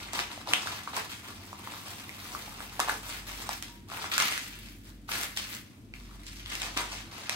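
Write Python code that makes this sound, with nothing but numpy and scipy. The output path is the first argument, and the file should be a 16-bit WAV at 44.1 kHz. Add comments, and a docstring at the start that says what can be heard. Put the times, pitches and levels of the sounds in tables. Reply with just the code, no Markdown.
"""Hands fold and smooth sheets of newspaper on a tiled floor, heard through two microphone ports.
Sliding palms shed a dense crackle of fibre slips; creases buckle with short snaps that ring the air
pocket under the sheet. The hard room rings after both. A wavering low hum, soft rumble and hiss
lie underneath; one faint struck tone sounds midway."""
import sys
import numpy as np
from scipy import signal
from scipy.io import wavfile
from scipy.ndimage import uniform_filter1d

SR = 44100
rng = np.random.default_rng(int(sys.argv[2]) if len(sys.argv) > 2 else 0)


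def bounce(signal):
    """Save signal as a 16-bit WAV file at the path given by the first command-line argument."""
    frames = np.transpose(np.atleast_2d(signal))
    limited = np.clip(frames, -1, 1)
    pcm = np.round(limited * 32767).astype(np.int16)
    wavfile.write(sys.argv[1], SR, pcm)


N = 324135
LAG_SAMPLES = 7  # the left port hears the paper late


def gain_of(db):
    """Decibels to gain."""
    return 10 ** (np.asarray(db) / 20)


def unit_rms(x):
    """Scale to rms 1."""
    return x / np.sqrt(np.mean(x ** 2) + 1e-20)


def at_hz(points, hz):
    """Interpolate a spectrum over log frequency."""
    point_hz, value = np.transpose(points)
    return np.interp(np.log(hz + 1), np.log(point_hz + 1), value)


def at_time(points, t):
    """Interpolate a curve over time."""
    return np.interp(t, *np.transpose(points))


def add(mix, start_s, sound):
    """Mix a sound in at start_s."""
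    part = mix[round(start_s * SR):][:len(sound)]
    part += sound[:len(part)]


def diffuse(a, b, hz):
    """Diffuse field at two ports: alike in the bass, nearly unrelated in the treble."""
    # likeness of the ports: freq_hz, correlation
    coherence = [(200, 0.9), (400, 0.85), (750, 0.23), (1300, 0.07)]
    same = np.clip(at_hz(coherence, hz), -1, 1)[:, None]
    return np.array([a, same * a + np.sqrt(1 - same ** 2) * b])


def hand_pressure():
    """Strokes sum in power to a pressure; the loudest sets how much the loose sheet booms."""
    # hand shifts, presses and slides: start_s, hold_s, pressure_db, fade_db_per_s, boom_db
    strokes = [(0.108, 0.1, -38, 165, 0.5), (0.274, 0.092, -47, 114, -1), (0.455, 0.083, -38.5, 140, 5.5),
               (0.55, 0.014, -39.5, 92, -2), (0.647, 0.033, -39, 73, 1.5), (0.866, 0.0099, -45.5, 142, 4.5),
               (0.927, 0.069, -37.5, 183, 2.5), (1.09, 0.023, -43, 120, -5.5), (1.221, 0.077, -48, 127, 2),
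               (1.655, 0.12, -48.5, 123, 2.5), (1.855, 0.0093, -44.5, 130, 0.5),
               (2.148, 0.089, -49.5, 118, -5.5), (2.275, 0.12, -46.5, 70, 4), (2.795, 0.012, -37, 99, 2.5),
               (2.872, 0.034, -41, 144, 5), (3.013, 0.14, -42, 180, -3.5), (3.257, 0.057, -44, 74, -3),
               (3.364, 0.033, -44.5, 88, 0), (3.496, 0.029, -41.5, 180, -7), (3.621, 0.015, -48.5, 100, -3),
               (3.867, 0.2, -43.5, 156, 3), (4.112, 0.02, -30.5, 138, -22), (4.181, 0.034, -31, 61.5, -13),
               (4.654, 0.016, -53.5, 110, -16), (4.832, 0.044, -57, 174, -5),
               (5.074, 0.11, -36.5, 103, -5.5), (5.36, 0.013, -37.5, 111, -31),
               (5.483, 0.056, -41, 225, -53), (5.936, 0.024, -55.5, 85, -5.5),
               (6.215, 0.15, -51.5, 85, -44), (6.458, 0.11, -42, 113, -11), (6.508, 0.045, -42, 120, 3),
               (6.61, 0.021, -37.5, 95, -0.5), (6.763, 0.013, -31.5, 159, 2.5), (6.89, 0.078, -44, 170, -2),
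               (7.106, 0.042, -46, 68, 0.5), (7.304, 0.056, -40.5, 114, 1)]
    # fingers resting on the pile: time_s, pressure_db
    resting = [(0.0, -42), (0.4, -82), (1.55, -51.5), (2.7, -51), (3.5, -56.5), (3.8, -86), (5.0, -76),
               (5.75, -64), (5.9, -80), (6.1, -59.5), (7.07, -56.5), (7.3, -48)]
    min_rise_s, flatten_db_per_s, resting_boom_db = 0.0014, 18.5, 1
    t = np.arange(0, N / SR + .002, .001)
    start_s, hold_s, top_db, fade_db_per_s, boom_db = np.transpose(strokes)[:, :, None]
    age_s = t - start_s
    rise = np.clip(age_s / (min_rise_s + 0.38 * hold_s), 0, 1)  # long strokes start gently
    fading_s = np.maximum(age_s - min_rise_s - hold_s, 0)
    power = (rise * gain_of(top_db - fade_db_per_s * fading_s)) ** 2
    resting_power = gain_of(at_time(resting, t)) ** 2
    total = power.sum(0) + resting_power
    boom_db = boom_db - flatten_db_per_s * age_s  # a stroke presses the sheet flat
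    boom_db = ((power * boom_db).sum(0) + resting_power * resting_boom_db) / total
    return t, 10 * np.log10(total), boom_db - boom_db.mean()


def crackle():
    """Thousands of fibre slips a second, in clumps; each rings patches of sheet for a few cycles."""
    # crackle colour: freq_hz, level_db
    sheet = [(300, -14.5), (600, -36.5), (850, -16.5), (1400, -14.5), (2300, -9.5), (6500, -15),
             (9300, -18), (15500, -16.5)]
    # crackle treble: time_s, level_db
    treble = [(0.0, -12.5), (2.2, -1.5), (4.3, -6.5), (4.85, -1.5), (7.35, -14)]
    slips_per_s = 7000
    t = np.arange(N) / SR
    hand_s, pressure_db, boom_db = hand_pressure()
    clump_db = 2.0 * unit_rms(uniform_filter1d(rng.standard_normal(N), 500))
    size_db = 3.9 * np.minimum(rng.exponential(1, N), 4.2)
    slips = rng.choice([-1., 1.], N) * gain_of(size_db) * (rng.random(N) < slips_per_s / SR)
    pocket_hz = 1400 * gain_of(-.45 * boom_db)  # a flat sheet traps less air and rings higher
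    # firm pressure adds body rather than fizz
    fizz_db = at_time(treble, hand_s) - 0.21 * (pressure_db - np.median(pressure_db))
    out = fold_channel(slips)
    for hz in np.geomspace(350, 15000, 24):
        stirs = slips * (rng.random(N) < np.clip(hz / 15000, .04, .4))  # large low patches stir seldom
        cycles = np.arange(round(6 * SR / hz)) * hz / SR
        grain = cycles * np.exp(-cycles / .6) * np.sin(2 * np.pi * cycles)
        boom_weight = np.clip(np.log(1700 / hz) / 0.5, 0, 1.4)
        fizz_weight = np.clip(np.log(hz / 6000), 0, 1)
        level_db = at_hz(sheet, hz) + 10 * np.log10(hz / 3000)
        level_db += boom_weight * boom_db + fizz_weight * fizz_db
        level_db += 3.15 * np.exp(-(np.log(hz / pocket_hz) / 0.21) ** 2)
        level_db += 3 * unit_rms(uniform_filter1d(rng.standard_normal(len(hand_s)), 14))  # in fits
        patch = np.interp(t, hand_s, gain_of(level_db)) * unit_rms(signal.oaconvolve(stirs, grain)[:N])
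        out += [np.roll(patch, LAG_SAMPLES + rng.integers(-6, 8)), patch]  # each patch lies elsewhere
    return gain_of(np.interp(t, hand_s, pressure_db) + clump_db) * out


def background():
    """Steady rumble and hiss, wavering hum bands whose lowest swells, and a steady mains tone."""
    # rumble and hiss spectrum: freq_hz, relative_density_db
    air_spectrum = [(18, 16.5), (30, -39), (140, -6), (299, 0.5), (443, -15.5), (1020, -25), (2420, -25),
                    (9500, -35), (15500, -42)]
    # hum bands: centre_hz, width_hz, relative_db
    hum_bands = [(47.8, 3, 0), (97.4, 39, 8.5), (229, 7.4, -6.5)]
    # lowest hum tone: time_s, level_db
    hum_swell = [(0.0, -54), (0.9, -70), (2.05, -72), (2.33, -58), (3.38, -50), (4.3, -68), (4.55, -51),
                 (5.44, -57), (5.7, -72), (6.0, -47.5), (7.0, -50), (7.2, -70)]
    air_db, upper_hum_db, mains_hz, mains_db = -48, -56, 200.3, -62.5
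    t, hz = np.arange(N) / SR, np.fft.rfftfreq(8192, 1 / SR)
    a, b, c, d = rng.standard_normal((N // 2048 + 5, len(hz), 4)).T
    spectra = diffuse(a + 1j * b, c + 1j * d, hz)

    def noise(gain):
        return unit_rms(signal.istft(spectra * gain[:, None], nperseg=8192, noverlap=6144)[1][:, :N])

    bands = [gain_of(db) / np.sqrt(width_hz) / (1 + (2 * (hz - centre_hz) / width_hz) ** 2)
             for centre_hz, width_hz, db in hum_bands]
    air = gain_of(air_db) * noise(gain_of(at_hz(air_spectrum, hz)))
    low_tone = np.sqrt(2) * np.sin(2 * np.pi * hum_bands[0][0] * t)
    low_hum = gain_of(at_time(hum_swell, t)) * (low_tone + 0.17 * noise(bands[0]))
    upper_hum = gain_of(upper_hum_db) * noise(sum(bands[1:]))
    mains = gain_of(mains_db) * np.sqrt(2) * np.sin(2 * np.pi * mains_hz * t)
    return air + low_hum + upper_hum + mains


def room(paper):
    """Sparse reflections die band by band; three tails crossfade steadily so no fixed pitch rings."""
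    # room decay: freq_hz, t60_s
    decay = [(500, 0.29), (3000, 0.28), (15000, 0.19)]
    crossfade_hz = 4
    t, out = np.arange(N) / SR, np.zeros((2, N))
    for k in range(3):
        taps = np.zeros((2, SR))
        delays = np.arange(200, SR - 20, 20) + rng.integers(0, 20, (2, (SR - 201) // 20))
        np.put_along_axis(taps, delays, rng.choice([-1., 1.], delays.shape), 1)
        hz, age_s, spectra = signal.stft(taps, SR, nperseg=256)
        spectra = diffuse(*spectra, hz) * gain_of(-60 * age_s / at_hz(decay, hz)[:, None])
        tail = signal.istft(spectra, SR, nperseg=256)[1]
        tail /= np.linalg.norm(tail[0])
        crossfade = np.sqrt(2 / 3) * np.cos(2 * np.pi * (crossfade_hz * t + k / 3))
        out += signal.fftconvolve((paper * crossfade)[None], tail, axes=1)[:, :N]
    return out


def snaps():
    """A crease buckles: a short broad crack, while the air pocket under the sheet rings unevenly."""
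    # buckling creases: start_s, level_db, pocket_hz, crack_re_pocket_db
    creases = [(0.133, -29, 670, 3), (0.191, -12.5, 2300, -16), (0.376, -29, 780, -25),
               (0.473, -25, 1010, -13), (0.535, -2.5, 2840, -14.5), (0.672, -20.5, 1130, -13.5),
               (0.875, -21, 1250, -36), (0.934, -25.5, 1000, -29), (0.966, -22.5, 1310, -3),
               (1.529, -27.5, 1010, -19), (1.673, -25, 890, -27), (1.737, -30.5, 1210, -12),
               (2.093, -26, 2300, -13), (2.349, -22, 1020, -31), (2.604, -26.5, 1210, -20),
               (2.794, -14.5, 850, -13), (2.801, -14.5, 940, -2.5), (2.877, -22, 1010, -30),
               (2.884, -18, 1070, -36), (2.895, -12, 1344, -33), (3.491, -19, 900, -6.5),
               (3.625, -27, 4130, 0), (3.9, -34, 1200, -10), (3.917, -24, 1270, -41),
               (4.042, -22.5, 1290, -30), (4.054, -29.5, 1260, -33), (4.117, -21, 1970, -25),
               (4.18, -12.5, 1460, -3), (4.201, -20, 1360, 2.5), (4.221, -15, 7540, -22),
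               (4.223, -20.5, 1450, 1.5), (4.323, -18, 1960, -11), (4.377, -19, 2050, -7),
               (4.686, -33, 2670, -21), (5.09, -24, 1310, -39), (5.233, -24, 1900, 0),
               (5.373, -14.5, 3700, -12.5), (5.938, -27, 2170, -33), (6.112, -40, 1420, -15),
               (6.267, -37, 4300, -1), (6.46, -24, 3400, -19), (6.553, -25.5, 2530, -2.5),
               (6.618, -21.5, 2110, -3.5), (6.77, -22, 1050, -32), (6.774, -13.5, 3400, -9.5),
               (7.294, -25, 915, -25), (7.295, -16, 2520, -4.5)]
    rise_s, ring_at_1khz_s, crack_decay_s = 0.00063, .0023, 0.0018
    t, out = np.arange(700) / SR, np.zeros((2, N))
    crack_band = signal.butter(2, [1600., 9500.], "bandpass", fs=SR, output="sos")
    for start_s, level_db, pocket_hz, crack_db in creases:
        noise = rng.standard_normal((3, len(t)))
        wander = .45 * unit_rms(uniform_filter1d(noise[2], size=6))  # the pocket changes shape
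        envelope = np.minimum(t / rise_s, 1) * np.exp(-(t / ring_at_1khz_s) ** 2 * pocket_hz / 1000)
        pocket = envelope * np.sin(2 * np.pi * pocket_hz * np.cumsum(1 + wander) / SR)
        burst = unit_rms(signal.sosfilt(crack_band, noise[:2]))  # each port faces another side
        crack = gain_of(crack_db) * np.exp(-t / crack_decay_s) * burst
        left, right = gain_of(level_db) * (pocket + crack)
        add(out[0], start_s + LAG_SAMPLES / SR, left)
        add(out[1], start_s, right)
    return signal.sosfilt(signal.butter(3, 620., "highpass", fs=SR, output="sos"), out)


def ting():
    """A small struck thing rings faintly in one mode."""
    start_s, level_db, pitch_hz, t60_s = 3.69, -54, 950, .6
    t, out = np.arange(SR // 2) / SR, np.zeros(N)
    add(out, start_s, gain_of(level_db - 60 * t / t60_s) * np.sin(2 * np.pi * pitch_hz * t))
    return out


def fold_channel(slips):
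    """A palm sweeps along the fold; the slips ring its air channel."""
    start_s, end_s, pitch_hz, decay_cycles, relative_db = 3.93, 4.29, 1350, 2.2, -8
    t, cycles = np.arange(N) / SR, np.arange(1024) * pitch_hz / SR
    ring = cycles * np.exp(-cycles / decay_cycles) * np.sin(2 * np.pi * cycles)
    fold = unit_rms(signal.oaconvolve(slips, ring)[:N])
    fold *= gain_of(relative_db) * (t > start_s) * (t < end_s)
    return np.array([np.roll(fold, LAG_SAMPLES), fold])


def scene():
    """Paper, direct and through the room, over the background."""
    rub, snap = crackle(), snaps()
    reflected = room(gain_of(-2) * rub[1] + gain_of(-5) * snap[1])
    return rub + snap + reflected + ting() + background()


def record(dry):
    """Two ports of unequal colour; the deepest bass and the top treble are cut."""
    # port imbalance: freq_hz, left_minus_right_db
    imbalance = [(1300, .2), (2400, 1.2), (5000, 2.5), (9000, -3.5), (15000, -2.2)]
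    low_cut_hz, high_cut_hz = 39, 15850
    hz = np.linspace(0, SR / 2, 257)
    tilts = [signal.firwin2(255, hz, gain_of(side * at_hz(imbalance, hz)), fs=SR, window="hann")
             for side in (.5, -.5)]
    ported = signal.oaconvolve(dry, np.array(tilts), "same", axes=1)
    ported = signal.sosfilt(signal.butter(6, low_cut_hz, "highpass", fs=SR, output="sos"), ported)
    lowpass = signal.firwin(511, high_cut_hz, window=("kaiser", 9), fs=SR)
    return signal.oaconvolve(ported, lowpass[None], "same")


dry = scene()
out = record(dry)
bounce(out)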